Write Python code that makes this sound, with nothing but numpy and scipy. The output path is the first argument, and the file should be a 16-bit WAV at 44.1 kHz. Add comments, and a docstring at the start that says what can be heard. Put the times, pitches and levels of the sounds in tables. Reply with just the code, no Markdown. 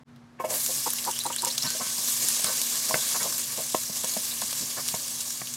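"""A faint motor hum and room air cut out for a moment and fade back in; then wet onion and ginger
fall from a small bowl into hot oil in a deep metal pot and sizzle, pop and whistle.
A wooden spoon taps the bowl, then knocks and scrapes the pot. Frying is filtered noise and short wave
packets, pops and whistles are noise bursts through resonances, and blows are gritty forces exciting
decaying modes. One microphone above the rim receives all sources."""
import sys
import numpy as np
from scipy import signal
from scipy.io import wavfile
from scipy.ndimage import uniform_filter1d

SR = 44100
rng = np.random.default_rng(int(sys.argv[2]) if len(sys.argv) > 2 else 0)


def store_wav(level_fs):
    """Save 16-bit WAV to argv[1]."""
    pcm = np.round(np.clip(np.atleast_2d(level_fs), -1, 1) * 32767)
    wavfile.write(sys.argv[1], SR, pcm.T.astype(np.int16))


N = 245195
T = np.arange(N) / SR  # time in seconds

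# Slow level of the frying. Each row: time in seconds, level in dB.
FRYING_LEVEL = [(.476, -52), (.507, -30), (.81, -29.5), (.93, -32), (1.1, -33), (1.32, -35.5),
                (1.42, -33.5), (1.58, -33.5), (1.82, -30), (1.98, -29), (2.3, -26), (2.57, -26),
                (2.69, -28), (3.07, -26.5), (3.48, -31), (3.7, -32), (3.8, -31.5), (3.93, -33.5),
                (4.12, -30.5), (4.6, -31), (4.81, -32), (5.3, -32.5), (5.56, -36.5)]
# A wet face meets the hot oil and the frying flares up. Each row: start in seconds, level in dB.
FLARE_UPS = [(0.395, -43), (0.44, -37.5), (.895, -40), (1.462, -24.5), (1.64, -29), (1.70, -28),
             (2.07, -25.5), (2.615, -33), (3.955, -27), (4.07, -27), (4.87, -27)]
FLARE_RISE_S, FLARE_T60_S = 0.014, 0.29
# Spectrum of the frying. Each row: frequency in Hz, relative density in dB per Hz.
FRYING_SPECTRUM = [(150, -28.5), (250, 1.5), (268, -19.5), (618, -16.5), (761, -17), (1120, -12.5),
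                   (1310, -19), (1640, -14.5), (2490, -14.5), (7060, -2.5), (12800, -6), (16000, -16)]
# Changing brightness of the frying. Each row: time in seconds, treble over the middle in dB,
# low fizz over the middle in dB.
FRYING_TILT = [(.45, -0.5, 6.5), (.6, 1.5, -2), (.8, -2.5, -2.5), (1.2, -3, 1.5), (1.7, -6, 0.5),
               (2.1, -2, -2.5), (2.4, -5, -2), (3.6, -3, -1), (5.5, -4.5, -2)]
# Steam pockets bursting. Each row: time in seconds, peak at the source in dB, centre in Hz,
# spray relative to the click in dB.
STEAM_POPS = [(0.1617, -46, 3370, -12), (0.663, -9, 7600, -16), (.9033, -13.5, 9500, -3),
              (0.9347, -9, 12700, -22), (.985, -18.5, 2800, -11), (1.043, -16.5, 4700, -12.5),
              (1.0508, -12.5, 11500, -20), (1.1126, -12.5, 8200, -10), (1.1906, -11.5, 10100, -28),
              (1.2376, -16, 10000, -10), (1.2473, -17, 9000, -27), (1.263, -19, 8000, -4),
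              (1.325, -18, 8500, -9), (1.3632, -10, 8100, -21), (1.422, -8, 7200, -18),
              (1.449, -6.5, 7300, -14), (1.457, -13, 6300, -23), (1.58, -10, 5650, -12),
              (1.624, -18, 5500, -6), (1.6314, -14, 4900, -15), (1.7039, -9.5, 5900, -15),
              (2.086, -9, 10800, -31), (2.2862, -8.5, 9700, -9), (2.4078, -12, 9000, -25),
              (2.4442, -6, 9100, -24), (2.446, -17, 3000, -20), (2.6167, -10, 6000, -14),
              (2.7566, -8.5, 9700, -17), (2.896, -13, 7200, -10), (2.985, -14, 5200, -25),
              (2.993, -18, 4000, -25), (3.09, -12, 6850, -10), (3.2305, -9.5, 6260, -13),
              (3.3252, -12, 7500, -11), (3.3812, -13.5, 11700, -9), (3.575, -15, 6900, -15),
              (3.751, -15.5, 6450, -21), (3.8345, -16, 5900, -18), (3.9595, -20, 6500, -18),
              (4.0358, -16, 9100, -20), (4.0458, -9.5, 6860, -13), (4.1744, -13.5, 8800, -19),
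              (4.4153, -14, 10900, -17), (4.418, -13.5, 7800, -15), (4.53, -14, 3500, -22),
              (4.881, -13, 6800, -26), (4.8867, -9, 3970, -20), (4.948, -13.5, 6660, -6),
              (5.0806, -19, 8500, -7), (5.2056, -16.5, 6960, 0), (5.305, -16, 6440, -2),
              (5.4084, -18, 8400, -31), (5.4727, -18, 2300, -17.5), (5.5392, -15, 6850, -10)]
PLOP_DB = -20  # dull plop relative to its burst
# Steam whistling out from under a piece. Each row: start in seconds, peak at the source in dB,
# middle pitch in Hz.
STEAM_WHISTLES = [(1.127, -31, 3030), (1.156, -30, 3160), (1.178, -26.5, 5630), (1.199, -23.5, 3930),
                  (1.256, -27.5, 4090), (1.3268, -26, 3070), (1.355, -29, 3240), (1.382, -24, 4200),
                  (1.4725, -26, 5320), (1.5, -22, 4120), (1.51, -25, 5480), (1.599, -29, 4100),
                  (1.618, -21, 5430), (1.646, -25, 5570), (1.663, -21, 4310), (1.679, -29, 4340),
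                  (1.72, -29, 4380), (1.786, -28, 5500), (2.465, -26, 4150), (3.0074, -24, 3660),
                  (3.8521, -28, 5700), (4.3094, -29, 3830)]
WHISTLE_S = 0.029
WHISTLE_GLIDE = 0.061  # total rise as a share of the pitch, as the gap narrows
ECHO_S, ECHO_DB = 0.00175, -14.5  # round trip between food and mouth of the pot; treble loss comes on top
ECHO_DULL = 0.55  # treble escaping on each bounce, 0-1

# Spoon knocking and rubbing on the bowl. Each row: start in seconds, peak in dB, contact in seconds,
# free ringing relative to the damped knock in dB.
BOWL_TAPS = [(.855, -21.5, .04, -9), (1.058, -21, 0.057, -12), (1.25, -20, 0.031, 1), (1.297, -24, 0.02, 1),
             (1.42, -23.5, 0.041, 4), (1.459, -25.5, 0.024, 12)]
TAP_HZ, TAP_THUD_DB = 890, -46
# Modes of the bowl. Each row: frequency in Hz, level in dB, 60 dB decay time in seconds.
BOWL_MODES = [(370, -12.5, 0.12), (530, -10, 0.13), (952, 0, 0.092), (1144, -9.5, 0.041), (1330, -13, 0.03),
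              (1800, -17, 0.035)]
# Food and spoon striking the pot, and two dull, low plops of bursting steam (at 4.526 and 5.415 s).
# Each row: start in seconds, peak in dB, centre in Hz, free ringing relative to the damped knock in dB,
# thud relative to the peak in dB.
POT_KNOCKS_AND_PLOPS = [(1.637, -34.5, 1100, -12, 2), (1.748, -29.5, 980, 22, -14),
                        (1.799, -28, 694, -9, -18), (1.866, -32.5, 1170, 11, -8),
                        (1.982, -33.5, 1090, 7, -5), (2.393, -28.5, 1210, -6, -28),
                        (2.444, -23, 1030, 8, -10), (2.908, -20, 790, -8, -15), (2.941, -8, 1220, -11, -22),
                        (2.954, -20, 684, -6, -10), (3.745, -11.5, 694, -4, -23), (3.895, -34, 530, 0, 2.5),
                        (4.039, -24.5, 635, 7, -10.5), (4.165, -22.5, 600, 0, -6),
                        (4.325, -36, 1160, -1, -24), (4.419, -23.5, 980, -6, -27),
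                        (4.526, -30.5, 1120, -7, -17), (4.94, -23, 510, 0, -2),
                        (5.415, -27, 1180, -14, -16)]
KNOCK_CONTACT_S = 0.00914
# Food tumbling and the spoon dragging over the pot. Each row: start in seconds, peak in dB,
# centre in Hz, contact in seconds, free ringing relative to the damped part in dB,
# thud relative to the peak in dB.
POT_SCRAPES = [(.385, -36, 1600, 0.035, -5, -30), (.396, -21.5, 910, 0.018, 17, -40),
               (.415, -33.5, 800, 0.017, 5, -35), (.437, -18.5, 774, 0.027, 12, -38),
               (.47, -26.5, 660, 0.16, -2, -18), (.685, -31.5, 653, 0.038, 13, -22),
               (1.635, -29.5, 1190, 0.06, 16, 1), (1.805, -25, 870, 0.022, 18, -7),
               (2.45, -26.5, 1060, 0.11, 3, -25), (2.885, -28.5, 710, 0.066, 15, -8),
               (2.96, -33, 780, 0.066, -7, -11), (3.14, -24, 1120, 0.047, -5, -32),
               (3.195, -25, 1440, 0.071, -21, -13), (3.235, -26, 700, 0.067, -28, -17),
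               (3.568, -27.5, 625, 0.076, -4, -11), (4.425, -33, 880, .028, -8.5, -3),
               (4.6, -46, 486, 0.082, -4, 13), (4.765, -27, 1230, 0.062, -17, -19)]
# Modes of the pot. Each row: frequency in Hz, level in dB, 60 dB decay time in seconds.
POT_MODES = [(368, -3.5, 0.063), (530, 0.5, 0.14), (634, 4.5, 0.098), (726, 0, 0.041), (946, -2.5, 0.1),
             (1062, 3, 0.091), (1154, 1.5, 0.024), (1304, -10, 0.15), (1534, -5.5, 0.38),
             (1722, -0.5, 0.13), (1884, -5.5, 0.066), (1792, -1.5, 0.061), (2050, -1.5, 0.074),
             (2220, 2.5, 0.095), (2600, -1, 0.095), (2870, -6, 0.07), (3300, -3, 0.05)]
# The whole pot on the stove. One row: frequency in Hz, 60 dB decay time in seconds.
THUD_HZ, THUD_T60_S = (216, 0.036)

HUM_HZ, HUM_DB = 239.4, -54
# Fuzzy motor tone. One row: centre in Hz, width of each of two resonances in Hz, level in dB.
FUZZ_HZ, FUZZ_WIDTH_HZ, FUZZ_DB = (132.5, 17, -54.5)
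# Spectrum of the room air. Each row: frequency in Hz, relative density in dB per Hz.
ROOM_SPECTRUM = [(12, -69), (20, -17), (123, 16.5), (187, -99), (241, -12), (293, -6), (399, -14.5),
                 (1290, -16.5), (2820, -26.5), (5230, -30), (12100, -42.5), (16000, -59)]
ROOM_DB = -50
# The short gap. One row: cut in seconds, start of the return in seconds, full level in seconds.
GAP_CUT_S, GAP_RETURN_S, GAP_FULL_S = (0.034, 0.045, 0.085)
BASS_CUT_HZ, TREBLE_CUT_HZ = 165, 15900


def sizzle():
    """Superposition: dense bubble hiss and larger crackles, fluctuating at random in frequency and time."""
    drive = rng.standard_normal(N) + amp(-10) * crackle()
    s, treble_db, low_db = np.transpose(FRYING_TILT)

    def field_db(hz, t):
        """Spectral tilt, with smoothed random gains in frequency and time and a broadband flicker."""
        fluctuation = rng.standard_normal((len(hz), len(t)))
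        fluctuation = uniform_filter1d(fluctuation, size=12, axis=0)
        fluctuation = evened(uniform_filter1d(fluctuation, size=14, axis=1))
        flicker = evened(uniform_filter1d(rng.standard_normal(len(t)), size=4))
        high = np.clip(np.log2(hz / 5500 + 1e-9), 0, 1)
        low = np.clip(np.log2(4000 / (hz + 1)), 0, 1)
        tilt = high * np.interp(t, s, treble_db) + low * np.interp(t, s, low_db)
        return tilt + 1.32 * fluctuation + 0.97 * flicker

    return frying_level() * evened(coloured(drive, FRYING_SPECTRUM, field_db))


def frying_level():
    """Incoherent sources add in power: the slow level of the pan plus quick flare-ups, as a gain."""
    power = amp(np.interp(T, *np.transpose(FRYING_LEVEL), left=-120)) ** 2
    for s, db in FLARE_UPS:
        age = np.maximum(T - s, 0)
        rise = np.minimum(age / FLARE_RISE_S, 1)
        power = power + (amp(db - 60 * age / FLARE_T60_S) * rise) ** 2
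    return np.sqrt(power)


def crackle():
    """Each bubble is a damped oscillator of a few cycles; pitch and strength are random."""
    strength = amp(2.7 * np.minimum(rng.exponential(1, N), 3.3))
    bubbles = strength * (rng.random(N) < 1200 / SR)  # about 1200 a second
    pitch, t, out = rng.integers(0, 24, N), T[:300], np.zeros(N)
    for k, hz in enumerate(np.geomspace(1500, 15000, num=24)):
        envelope = (1 - np.exp(-t * hz)) * np.exp(-t * hz / 3.2)
        grain = np.sin(2 * np.pi * hz * t) * envelope
        out += signal.oaconvolve(bubbles * (pitch == k), grain / np.linalg.norm(grain))[:N]
    return evened(np.diff(out, prepend=0))


def pops():
    """Sudden pressure release: a click of a few cycles and milliseconds of spray, over a duller plop."""
    out, t = np.zeros(N), T[:1500]
    band = signal.butter(2, [2300, 13000], "band", fs=SR, output="sos")
    sprays = rng.standard_normal((len(STEAM_POPS), len(t)))
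    for (s, db, hz, spray_db), spray in zip(STEAM_POPS, sprays):
        click = np.sign(spray) * np.exp(-t / 0.00018)  # the skin tears in a fraction of a millisecond
        burst = click + (t == 0) + amp(spray_db - 60 * t / 0.044) * spray
        bright = resonate(burst, hz, 2300) + 0.19 * burst
        plop = resonate(resonate(burst, 1620, 1150), 1620, 1150)
        add(out, s - 0.0002, db, signal.sosfilt(band, bright))
        add(out, s - 0.0002, db + PLOP_DB, plop)
    return out


def squeaks():
    """A turbulent jet excites a resonance: short sputtering whistles of steam with rising pitch."""
    out, t = np.zeros(N), T[:3000]
    jets = rng.standard_normal((len(STEAM_WHISTLES), len(t)))
    for (s, db, hz), air in zip(STEAM_WHISTLES, jets):
        u = np.minimum(t / WHISTLE_S, 1)
        sputter = air ** 3 * np.sin(np.pi * u ** 0.47)  # cubed noise: uneven spurts
        pitch = hz * (1 + WHISTLE_GLIDE * (u - 0.5))
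        add(out, s, db, resonate(resonate(sputter, pitch, 420), pitch, 720))
    return out


def depth(x):
    """Repeated reflection between bottom and mouth of the pot: spaced peaks, clearest in the low fizz."""
    loop = np.zeros(round(ECHO_S * SR) + 1)
    loop[0], loop[1] = 1, -ECHO_DULL
    loop[-1] = -amp(ECHO_DB) * (1 - ECHO_DULL)
    return signal.lfilter([1, -ECHO_DULL], loop, x)


def pot_knocks_and_plops():
    """Impulsive excitation: blows of food and spoon, and two dull steam plops, all through the pot's modes."""
    hits = [(s, db, hz, KNOCK_CONTACT_S, ring_db, thud_db)
            for s, db, hz, ring_db, thud_db in POT_KNOCKS_AND_PLOPS]
    return blows(hits, POT_MODES, rise=0.4814, rasp_db=-4.5, strike=0.7)


def pot_scrapes():
    """Frictional excitation: tumbling food and the dragging spoon drive the modes of the pot."""
    return blows(POT_SCRAPES, POT_MODES, rise=0.56, rasp_db=-9.5, strike=0.05)


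def bowl_taps():
    """Contact excitation: the spoon knocks and rubs the modes of the small bowl."""
    taps = [(s, db, TAP_HZ, contact, ring_db, TAP_THUD_DB) for s, db, contact, ring_db in BOWL_TAPS]
    return blows(taps, BOWL_MODES, rise=0.8, rasp_db=-2, strike=0.14)


def blows(table, modes, rise, rasp_db, strike):
    """Modal response: a gritty force drives damped and free modes, and a thump of the stove."""
    out, t = np.zeros(N), T[:6000]
    free, thud = ring(modes), ring([(THUD_HZ, 0, THUD_T60_S)])
    damped = free[:len(t)] * amp(-60 * t / 0.016)  # while wood or food still rests on the wall
    grits = rng.standard_normal((len(table), len(t)))
    for (s, db, hz, contact, ring_db, thud_db), grit in zip(table, grits):
        u = np.minimum(t / contact, 1)
        pressure = np.sin(np.pi * u ** rise) ** 2  # small rise = early peak
        push = grit * abs(grit) * pressure  # squared noise, sign kept: uneven slips
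        push[pressure.argmax()] += strike * np.linalg.norm(push)  # one clean blow inside the grit
        colour = evened(resonate(resonate(push, hz, 1.08 * hz), hz, 1.08 * hz))
        colour += amp(rasp_db) * evened(resonate(push, 2000, 1460))
        knock = evened(signal.fftconvolve(colour, damped)[:len(t)])
        ringing = evened(signal.fftconvolve(colour, free)[:len(t)])
        add(out, s, db, knock + amp(ring_db) * ringing)
        add(out, s, db + thud_db, signal.fftconvolve(push, thud))
    return out


def ring(modes):
    """Impulse response of a vibrating body: a sum of exponentially decaying modes."""
    t = T[:SR // 5]
    return sum(amp(db - 60 * t / t60) * np.sin(2 * np.pi * hz * t) for hz, db, t60 in modes)


def kitchen():
    """Steady background: a slightly wavering motor tone, a fuzzy tone below it and the air of the room."""
    return motor_hum() + motor_fuzz() + room_air()


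def motor_hum():
    """Periodic source: a sine whose level and phase waver slowly."""
    waver = uniform_filter1d(rng.standard_normal(N), size=3000)
    waver = evened(uniform_filter1d(waver, size=3000))
    tone = amp(HUM_DB + 1.6 * waver) * np.sin(2 * np.pi * HUM_HZ * T + 0.73 * waver)
    return np.sqrt(2) * tone  # a sine's rms is its peak over root two


def motor_fuzz():
    """Narrow-band noise: two equal resonances in series turn noise into a fuzzy tone."""
    once = resonate(rng.standard_normal(N), FUZZ_HZ, FUZZ_WIDTH_HZ)
    return amp(FUZZ_DB) * evened(resonate(once, FUZZ_HZ, FUZZ_WIDTH_HZ))


def room_air():
    """Stationary random noise shaped to the spectrum of the room."""
    return amp(ROOM_DB) * evened(coloured(rng.standard_normal(N), ROOM_SPECTRUM))


def amp(db):
    """Logarithmic level: decibels to gain."""
    return 10 ** (np.asarray(db) / 20)


def evened(x):
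    """Effective value: scales to rms 1."""
    return x / np.sqrt(np.mean(x ** 2) + 1e-20)


def add(mix, s, db, sound):
    """Linear superposition: mixes a sound in at time s, scaled to a peak of db."""
    part = mix[round(s * SR):][:len(sound)]
    part += amp(db) * sound[:len(part)] / abs(sound).max()


def coloured(x, points, field_db=0):
    """Short-time filtering: gives x a spectrum, and a gain field over frequency and time."""
    hz, t, z = signal.stft(x, SR, nperseg=512, noverlap=384)
    f, db = np.transpose(points)
    field = field_db(hz[:, None], t) if callable(field_db) else field_db
    spectrum_db = np.interp(np.log(hz + 1), np.log(f), db)[:, None]
    return signal.istft(z * amp(spectrum_db + field), SR, nperseg=512, noverlap=384)[1][:N]


def resonate(x, hz, width_hz):
    """Resonance by frequency shift: low-pass around a fixed pitch or a pitch curve, with gain 1."""
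    turn = np.exp(2j * np.pi * np.cumsum(hz * np.ones(len(x))) / SR)
    r = np.exp(-np.pi * width_hz / SR)
    return 2 * (turn * signal.lfilter([1 - r], [1, -r], x / turn)).real


def scene():
    """Linear superposition of all sources at one microphone; only the sizzle, pops and squeaks echo."""
    food = depth(sizzle() + pops() + squeaks())
    mono = food + pot_knocks_and_plops() + pot_scrapes() + bowl_taps() + kitchen()
    return np.array([mono, mono])


def record(dry):
    """Band limiting: the microphone loses deep bass; a short gap fades back in; then the top is cut."""
    high_pass = signal.butter(2, BASS_CUT_HZ, "high", fs=SR, output="sos")
    thin = signal.sosfilt(high_pass, dry)
    fade_in = np.clip((T - GAP_RETURN_S) / (GAP_FULL_S - GAP_RETURN_S), 0, 1) ** 2
    gain = np.where(T < GAP_CUT_S, 1, fade_in)
    low_pass = signal.firwin(511, TREBLE_CUT_HZ, window=("kaiser", 9), fs=SR)
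    return signal.oaconvolve(thin * gain, low_pass[None], "same")


dry = scene()
out = record(dry)
store_wav(out)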